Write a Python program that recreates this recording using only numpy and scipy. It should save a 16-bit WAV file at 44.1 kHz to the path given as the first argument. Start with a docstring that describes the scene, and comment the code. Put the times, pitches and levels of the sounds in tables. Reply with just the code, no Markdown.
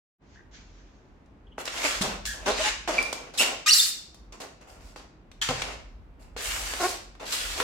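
"""A foam box is dragged over a stone counter, its tight lid worked off with groans and squeaks; it is put down and turned.
Rubbing is shaped noise, stick-slip is a train of jolts or a gliding tone, and contacts are bursts and wall resonances.
A tiled kitchen answers with decaying noise; a low rumble, steady room noise and faint cloth lie underneath.
Two microphones hear the noises alike in the bass and almost unrelated in the treble."""
import sys
import numpy as np
from scipy import signal
from scipy.fft import rfft, irfft, next_fast_len
from scipy.io import wavfile
from scipy.ndimage import uniform_filter1d, map_coordinates

SR = 44100
rng = np.random.default_rng(int(sys.argv[2]) if len(sys.argv) > 2 else 0)


def wav_record(signal):
    """Record a signal, one row per channel, as 16-bit PCM in the file named by sys.argv[1]."""
    frames = np.transpose(np.atleast_2d(signal))
    bounded = np.clip(frames, -1, 1)
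    # unit amplitude maps onto the largest positive 16-bit level
    quanta = np.round(bounded * 32767).astype(np.int16)
    wavfile.write(sys.argv[1], SR, quanta)


N = 336483
T = np.arange(N) / SR  # s
TOP_HZ = 16000  # upper band limit
SAG_JITTER, RISE_JITTER = 0.08, 0.034  # relative slip-rate jitter: slowing slips stumble, rising ones run evenly


def amp(db):
    """Level definition: the amplitude ratio of a level in dB."""
    return 10 ** (np.asarray(db) / 20)


def unit(x):
    """Normalization: x scaled to rms 1."""
    return x / np.sqrt(np.mean(x ** 2) + 1e-20)


def along(points, hz):
    """Logarithmic frequency scale: linear interpolation of (f/Hz, value) points over log frequency."""
    f, value = np.transpose(points)
    return np.interp(np.log(hz + 1), np.log(f + 1), value)


def spectrum(points):
    """Spectral shaping: a magnitude response through (f/Hz, level/dB) points."""
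    return lambda hz: amp(along(points, hz))


def wobble(rate):
    """Band-limited fluctuation: a spline through random knots, rate of them a second."""
    knots = rng.standard_normal(int(N * rate / SR) + 4)
    return map_coordinates(knots, [T * rate])


def filtered(x, response):
    """Linear filtering: the spectrum of x times a complex frequency response."""
    m = next_fast_len(N + SR // 2)
    hz = np.fft.rfftfreq(m, 1 / SR)
    return irfft(rfft(x, m) * response(hz), m)[..., :N]


# Coherence of the two microphones: f/Hz, left-right likeness (1 = identical)
ALIKE = [(45, 0.91), (290, 0.9), (640, 0.36), (1400, 0.032), (15000, 0.07)]


def likeness(colour):
    """Spatial coherence: mid and side weights make the bass alike and the treble nearly unrelated."""
    def weights(hz):
        turn = np.arccos(np.clip(along(ALIKE, hz), -1, 1)) / 2
        return colour(hz) * [np.cos(turn), np.sin(turn)]
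    return weights


def rush(colour, grain_db=0, patchy_db=0):
    """Modulated noise: stereo noise of rms 1, broken into uneven grains and passing patches of frequency."""
    z = signal.stft(rng.standard_normal((2, N)), nperseg=512)[2]
    field = uniform_filter1d(rng.standard_normal(z.shape[1:]), 3, axis=0)
    field = uniform_filter1d(field, 8, axis=1)
    pair = signal.istft(z * amp(patchy_db * unit(field)), nperseg=512)[1][:, :N]
    grain = amp(grain_db * (wobble(300) + 0.5 * wobble(40)))
    mid, side = filtered(pair * grain, likeness(colour))
    return unit(np.array([mid + side, mid - side]))


# Spectral density of the steady room noise: f/Hz, relative level per Hz/dB
AIR = [(60, -26.5), (90, -9.5), (270, -10.5), (500, -18.5), (960, -21.5), (2500, -33), (9000, -56.5),
       (12000, -100)]


def room_noise():
    """Stationary noise: a constant hush, strongest in the bass."""
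    return amp(-57.0) * rush(spectrum(AIR))


# Level of the rumble in time: t/s, level/dB
RUMBLE = [(.2, -65), (.35, -53), (1.46, -55.5), (2.25, -45), (3.0, -50), (3.9, -65.5), (4.25, -48.5),
          (4.45, -64), (4.85, -47.5), (5.05, -57.5), (5.66, -44.5), (6.28, -49.5), (6.5, -42.5),
          (7.3, -54.5), (7.5, -43), (7.63, -48)]
# Spectral density of the rumble: f/Hz, relative level per Hz/dB
LOW = [(28, -44), (38, -5.5), (46, -2.5), (62, -11), (95, -19.5), (130, -71)]


def rumble():
    """Low-frequency noise: a narrow bass band whose level rises and falls slowly."""
    level_db = np.interp(T, *np.transpose(RUMBLE))
    return amp(level_db) * rush(spectrum(LOW))


# Cloth moving near by: start t/s, swell/s, peak level/dB, fade/(dB/s)
RUSTLE = [(.22, 0.13, -60, 148), (0.512, 0.035, -49.5, 110), (.62, 0.17, -63.5, 39)]
# Spectral density of the cloth: f/Hz, relative level per Hz/dB
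CLOTH = [(700, -34), (1550, -3.5), (2400, -6), (4500, -8.5), (6600, -7.5), (7600, -19), (9500, -66)]
RUSTLE_SWELL_DB = 18  # start of a rustle below its peak


def rustle():
    """Friction noise of cloth: each move swells and then decays exponentially."""
    moves = np.zeros(N)
    for s, swell, db, fade_db in RUSTLE:
        after_peak = T - s - swell
        drop_db = np.maximum(-RUSTLE_SWELL_DB * after_peak / swell, fade_db * after_peak)
        moves += (T > s) * amp(db - drop_db)
    return moves * rush(spectrum(CLOTH), grain_db=0.5, patchy_db=1.5)


# Reverberation of the tiled kitchen: f/Hz, 60 dB decay time/s
KITCHEN = [(200, 0.73), (800, 0.51), (2000, 0.53), (5500, 0.53), (11000, 0.3)]


def kitchen(x):
    """Reverberation: convolution with noise that decays exponentially, at its own speed in each band."""
    hz, t, z = signal.stft(rng.standard_normal((2, SR * 3 // 4)), SR, nperseg=256)
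    decay = amp(-60 * t / along(KITCHEN, hz)[:, None])
    weights = likeness(np.ones_like)(hz)[..., None]
    mid, side = signal.istft(z * decay * weights, SR, nperseg=256)[1]
    tail = np.array([mid + side, mid - side])
    delayed = np.pad(x, ((0, 0), (250, 0)))  # samples before the first reflection
    return signal.fftconvolve(delayed, tail / np.linalg.norm(tail[0]), axes=1)[:, :N]


def mode(f, hz, width):
    """Damped oscillator: the causal frequency response of one resonance."""
    return 1j * f * width / (hz * hz - f * f + 1j * f * width)


# Modes of the foam walls: f/Hz, bandwidth/Hz, level/dB
BOX = [(259, 80, -7), (446, 105, -1), (594, 149, 1.5), (816, 283, -1.5), (1084, 168, -2), (1425, 196, -5.5),
       (2043, 350, -9), (2700, 310, -8)]


def walls(f):
    """Modal superposition: the box walls answer as a sum of resonances with alternating signs."""
    return sum((-1) ** k * amp(db) * mode(f, hz, width) for k, (hz, width, db) in enumerate(BOX))


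def struck(blows, soft_hz):
    """Impulse response: the walls' answer to blows, a unit blow peaking at 1; soft contact dulls the treble."""
    soft_walls = lambda f: walls(f) / (1 + 1j * f / soft_hz) ** 2
    answer, single = filtered(np.array([blows, T == 0]), soft_walls)
    return answer / np.abs(single).max()


# Weight landing on the counter: t/s, level/dB, f/Hz
THUDS = [(2.01, -19.5, 205), (3.215, -36.5, 480), (5.491, -24, 127), (6.364, -29, 465)]


def thuds():
    """Damped vibration: each landing is a low sine with a soft onset and an exponential decay."""
    out, t = np.zeros(N + SR), np.arange(SR // 5) / SR
    for s, db, hz in THUDS:
        envelope = amp(db - 60 * t / 0.056) * (1 - np.exp(-t / 0.00051))
        out[round(s * SR):][:len(t)] += envelope * np.sin(2 * np.pi * hz * t)
    return out[:N]


# Sharp contacts: t/s, crack level/dB before filtering, wall knock relative to it/dB, crack centre f/Hz
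TAPS = [(1.259, -55.5, -30, 4470), (1.5807, -31, 7.5, 1100), (1.6536, -22, -31, 6730),
        (1.6766, -14, -15.5, 2500), (2.0141, -18, -24, 3930), (2.2532, -15, -38, 4500),
        (2.8761, -15.5, -6.5, 2330), (2.939, -24, -3, 1500), (3.0261, -16.5, -18.5, 5980),
        (3.1273, -13.5, -8.5, 4750), (4.1441, -37, -11, 5940), (4.96, -37.5, 4, 1197),
        (5.3146, -35, -17, 3040), (5.4878, -11.5, -11, 2580), (5.6189, -10.5, -20, 2426),
        (6.364, -25, -6, 2000), (6.735, -15, -11.5, 2500), (7.151, -33, -21, 1226),
        (7.323, -13.5, -37, 5590), (7.601, -7, -10, 1605)]


def taps():
    """Impact excitation: a short band-pass noise crack, with a blow that sets the walls ringing."""
    crack, knock, t = np.zeros((2, N + SR)), np.zeros(N), np.arange(SR // 20) / SR
    for s, db, knock_db, hz in TAPS:
        at = round(s * SR)
        envelope = amp(db - 60 * t / 0.033) * (1 - np.exp(-t / 0.00083))
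        burst = envelope * rng.standard_normal((2, len(t)))
        crack[:, at:at + len(t)] += signal.lfilter(*signal.iirpeak(hz, 0.9, SR), burst)
        knock[at] = amp(db + knock_db)
    dull = lambda f: 1 / (1 + 1j * f / 9000) ** 2
    return filtered(crack[:, :N], dull) + struck(knock, soft_hz=2600)


def slip_phase(length, first_hz, last_hz, jitter):
    """Stick-slip kinematics: accumulated cycles of an unsteady glide, and its rise and fall."""
    u = np.linspace(0, 1, round(length * SR))
    drift = np.interp(u, np.linspace(0, 1, 16), rng.standard_normal(16))
    rate = (first_hz + (last_hz - first_hz) * u) * (1 + jitter * drift)
    return np.cumsum(rate) / SR, np.sqrt(np.abs(np.sin(np.pi * u)))


def slip_times(cycles):
    """Relaxation oscillation: one slip, as a sample index, at every completed cycle."""
    return np.flatnonzero(np.diff(np.floor(cycles)))


# Skipping of the lid's rim: t/s, length/s, first slip f/Hz, last slip f/Hz, first level/dB, ring f/Hz
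CHATTER = [(2.503, .08, 190, 170, -24.5, 4320), (3.7246, 0.063, 270, 200, -7.5, 4650),
           (3.807, 0.05, 300, 190, -11.5, 4535)]
RING_SCATTER = 0.09  # relative spread of the ring frequency


def chatter():
    """Resolved stick-slip: each slip of the lid's rim rings the rubbing patch briefly at a scattered pitch."""
    out, t = np.zeros((2, N)), np.arange(SR // 60) / SR
    for s, length, first_hz, last_hz, db, ring_hz in CHATTER:
        cycles, _ = slip_phase(length, first_hz, last_hz, jitter=SAG_JITTER)
        for at in slip_times(cycles):
            stray, left, right, lead = rng.standard_normal(4)
            level_db = db - 6 * at / len(cycles) + 2 * np.array([[left], [right]])
            envelope = amp(level_db - 60 * t / 0.012) * (1 - np.exp(-t / 0.00039))
            phase = 2 * np.pi * ring_hz * (1 + RING_SCATTER * stray) * t + [[0], [lead]]
            out[:, round(s * SR) + at:][:, :len(t)] += envelope * np.sin(phase)
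    return out


# Pitched stick-slip: t/s, length/s, first f/Hz, last f/Hz, level before fading/dB,
# step per overtone/dB, roughness (0 = clean tone)
SQUEAKS = [(0.35, 0.074, 1764, 1730, -50, -26, 2.5), (1.466, 0.02, 3250, 3120, -59.5, -30, 1.5),
           (1.515, 0.025, 3100, 3070, -55.5, -30, 1.5), (1.843, 0.025, 2010, 2510, -23.5, -12, 0.93),
           (2.014, 0.015, 1500, 5910, -26, 10, 0.41), (2.26, 0.093, 1737, 1590, -33.5, -8, 1.1),
           (2.982, 0.014, 2444, 2360, -13.5, -23.5, 0.3), (3.379, 0.01, 5020, 2700, -22, -12, 0.7),
           (3.386, .017, 2530, 2700, -24, 0, 0.35), (3.395, 0.032, 2808, 2868, -16, -11.5, .9),
           (3.416, 0.032, 2500, 2260, -26, -11, 0.83), (3.66, 0.025, 1218, 1258, -25.5, -1, 0),
           (3.674, 0.014, 1855, 1995, -24.5, -4, 0.4), (3.684, 0.021, 2720, 2880, -14, -3, 0.2),
           (3.705, 0.025, 4200, 4750, -11.5, -8, 0.36), (3.727, 0.016, 5000, 6630, -12, -12.5, 0.8),
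           (3.775, 0.022, 4090, 3820, -22, 3.5, 0.43), (3.783, 0.014, 3723, 4824, -15.5, -14, 0.6),
           (3.794, .016, 3508, 3720, -14.5, -3, 0.35), (5.4146, 0.016, 3365, 3047, -22.5, -23, 0.87)]
SQUEAK_FADE_DB_PER_S = 58.5


def squeaks():
    """Periodic stick-slip: gliding harmonics broken by rough contact, with each ear's own phase and balance."""
    out, k = np.zeros((2, N + SR)), np.arange(6)[:, None]
    for s, length, first_hz, last_hz, db, step_db, rough in SQUEAKS:
        cycles, swell = slip_phase(length, first_hz, last_hz, jitter=0.012 + 0.03 * min(rough, 1))
        n = len(cycles)
        swell = swell * amp(-SQUEAK_FADE_DB_PER_S * T[:n])
        top = (k + 1) * max(first_hz, last_hz)
        heard = (top < TOP_HZ) / (1 + (top / 9500) ** 6)  # high overtones are weakened
        shared = wobble(500)[:n]
        for ear in out:
            broken = unit(1 + rough * (shared + 0.3 * wobble(500)[:n]))
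            level = amp(db + step_db * k + rng.normal(0, 1.3, k.shape)) * heard
            phase = 2 * np.pi * ((k + 1) * cycles + 0.35 * rng.random(k.shape))
            tone = (level * np.sin(phase)).sum(axis=0)
            ear[round(s * SR):][:n] += swell * broken * tone
    return out[:, :N]


# Slow stick-slip shaking the walls: t/s, length/s, first slip f/Hz, last slip f/Hz, jolt level/dB before the swell
GROANS = [(1.838, 0.037, 335, 270, -24.5), (2.025, 0.046, 217, 186, -25.5), (2.458, 0.054, 188, 217, -15.5),
          (2.587, 0.036, 566, 670, -28), (2.642, .046, 820, 860, -28), (2.876, 0.038, 355, 290, -20.5),
          (3.389, 0.053, 130, 112, -21.5), (3.51, 0.035, 150, 130, -31.5), (4.406, 0.075, 460, 380, -44.5),
          (5.485, 0.043, 268, 220, -22.5), (6.794, 0.041, 354, 352, -23), (6.822, .05, 325, 393, -17.5),
          (7.604, 0.027, 450, 525, -29)]


def groans():
    """Slow stick-slip: every slip is a jolt into the resonant walls and a burst of grit noise."""
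    jolts = np.zeros(N + SR)
    for s, length, first_hz, last_hz, db in GROANS:
        jitter = SAG_JITTER if last_hz < first_hz else RISE_JITTER
        cycles, swell = slip_phase(length, first_hz, last_hz, jitter)
        at = slip_times(cycles)
        uneven_db = 1.7 * rng.standard_normal(len(at))
        jolts[round(s * SR) + at] += amp(db + uneven_db) * swell[at] ** 1.4
    jolts = jolts[:N]
    grit = signal.lfilter([1], [1, -0.97], jolts) * rush(spectrum(SCRAPE))  # each jolt decays in the grit
    return struck(jolts, soft_hz=1500) + amp(-7.0) * grit


# Spectral density of the scraping beads, also the groans' grit: f/Hz, relative level per Hz/dB
SCRAPE = [(300, -51), (900, -5.5), (1500, -2), (2600, -5), (4500, -4), (7000, -4.5), (10000, -18),
          (16000, -36)]
# Spectral density of the finest hiss: f/Hz, relative level per Hz/dB
HISS = [(4000, -31.5), (7500, -3.5), (9500, -9.5), (13000, -12.5), (16000, -21.5)]
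# Strokes of foam on stone, foam and skin: t/s, swell/s, fade/s, scrape peak level/dB, loss over the fade/dB,
# wall level over scrape at the peak/dB, hiss level over scrape at the peak/dB, strongest band f/Hz
STROKES = [(1.577, 0.038, 0.016, -39.5, 25, 1.5, -8, 1500),
           (1.653, 0.0046, 0.069, -37.5, 5, -10.5, -32, 2500),
           (1.72, 0.13, 0.012, -31.5, 8, -8, -12.5, 2560), (1.833, 0.038, 0.17, -29, 14, -13, -11, 2190),
           (2.01, .006, 0.14, -31.5, 19, -2, -9, 3420), (2.259, 0.0035, 0.1, -34, 17, -28.5, -3, 6700),
           (2.333, 0.013, 0.16, -59.5, -12, 9, -16.5, 3000), (2.457, 0.018, 0.073, -31, 9, -0.5, -34, 3080),
           (2.549, 0.11, 0.037, -26.5, 3.5, -12.5, -26, 2770),
           (2.874, 0.0029, 0.14, -34.5, 4, 1.5, -27, 2600), (3.042, 0.0098, 0.24, -44, 18, 0, -14, 2600),
           (3.337, .002, 0.042, -43, 8, -2, -14, 4400), (3.373, 0.018, 0.03, -29.5, 1, -33, 0, 4840),
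           (3.393, 0.028, .13, -26, 27, -6.5, -13.5, 2950), (3.661, 0.02, 0.022, -20, 4, -37.5, -9.5, 4960),
           (3.72, 0.022, 0.15, -30, 8, -29, 7, 5300), (4.322, 0.0016, 0.045, -46.5, 18.5, -1.5, -15, 6000),
           (4.4, 0.0038, 0.044, -43.5, 8, 2.5, -6.5, 5700),
           (4.608, 0.0072, 0.08, -58.5, 24, 5, -11.5, 6040), (4.669, 0.031, 0.11, -58, 14, 3, -2.5, 6030),
           (4.8, 0.06, 0.065, -58.5, 6, 1, -5, 5570), (4.959, 0.0019, 0.076, -47, 19.5, -2, -12.5, 3950),
           (5.414, 0.0022, 0.076, -26, 15.5, -30, -12.5, 2960),
           (5.485, 0.0059, 0.25, -38, 8, -2, -22.5, 2600), (6.19, .04, 0.067, -64.5, 17.5, 6.5, -0.5, 4970),
           (6.366, 0.0019, 0.03, -41, -4, -2.5, -10.5, 3430), (6.4, 0.051, 0.39, -33.5, 7, -11.5, -4, 2680),
           (6.789, 0.11, 0.063, -35, 11.5, -8, -3.5, 4470), (7.196, 0.0072, 0.043, -50.5, -1, 9, -11, 4200),
           (7.25, 0.067, 0.024, -35.5, -3, -14.5, -7, 4000), (7.321, 0.011, 0.32, -33, 8, -14, -6, 3300),
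           (7.56, 0.051, 0.008, -40.5, 5, 0, -4.5, 4100)]
SWELL_DB = 6.5  # first touch below the peak
WALL_FOLLOWS, HISS_FOLLOWS = 0.44, 1.25  # dB of wall and hiss per dB of scrape


def strokes():
    """Sliding friction: pressure drives scraping beads, the walls they shake and the finest hiss."""
    beads = rush(spectrum(SCRAPE), grain_db=1.8, patchy_db=2)
    shaken = rush(walls, grain_db=2.0, patchy_db=-0.5)
    hiss = rush(spectrum(HISS), patchy_db=2)
    out = np.zeros((2, N))
    for s, swell, fade, db, lost_db, wall_db, hiss_db, hz in STROKES:
        end, release = s + swell + fade, 0.02  # s
        span = slice(round(s * SR), round((end + release) * SR))
        t = T[span]
        onset = np.clip((t - s) / max(0.002, swell / 4), 0, 1)
        touch = onset * np.clip(1 + (end - t) / release, 0, 1)
        press_db = np.interp(t, [s, s + swell, end], [-SWELL_DB, 0, -lost_db])
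        # the size of the rubbing patch favours one broad band and thins what lies far below it
        thinned = signal.lfilter(*signal.butter(2, 0.33 * hz, "high", fs=SR), beads[:, span])
        favoured = signal.lfilter(*signal.iirpeak(hz, 1.6, SR), beads[:, span])
        rubbing = amp(press_db) * unit(1.2 * thinned + favoured)
        rubbing += amp(wall_db + WALL_FOLLOWS * press_db) * shaken[:, span]
        rubbing += amp(hiss_db + HISS_FOLLOWS * press_db) * hiss[:, span]
        out[:, span] += touch * amp(db) * rubbing
    return out


def scene():
    """Superposition: direct sound, reverberation and background; groans and squeaks reach the tiles more weakly."""
    foam = strokes() + taps() + thuds()
    groan, squeak = groans(), squeaks() + chatter()
    to_tiles = amp(-3.5) * foam + amp(-11) * groan + amp(-6) * squeak
    background = rumble() + rustle() + room_noise()
    return foam + groan + squeak + kitchen(to_tiles) + background


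def record(dry):
    """Band limitation: the sound fades in after a short silence and keeps nothing above the band limit."""
    opening = np.clip((T - 0.18) / 0.049, 0, 1) ** 2  # silence/s, fade-in/s
    return filtered(dry * opening, lambda hz: hz < TOP_HZ)


dry = scene()
out = record(dry)
wav_record(out)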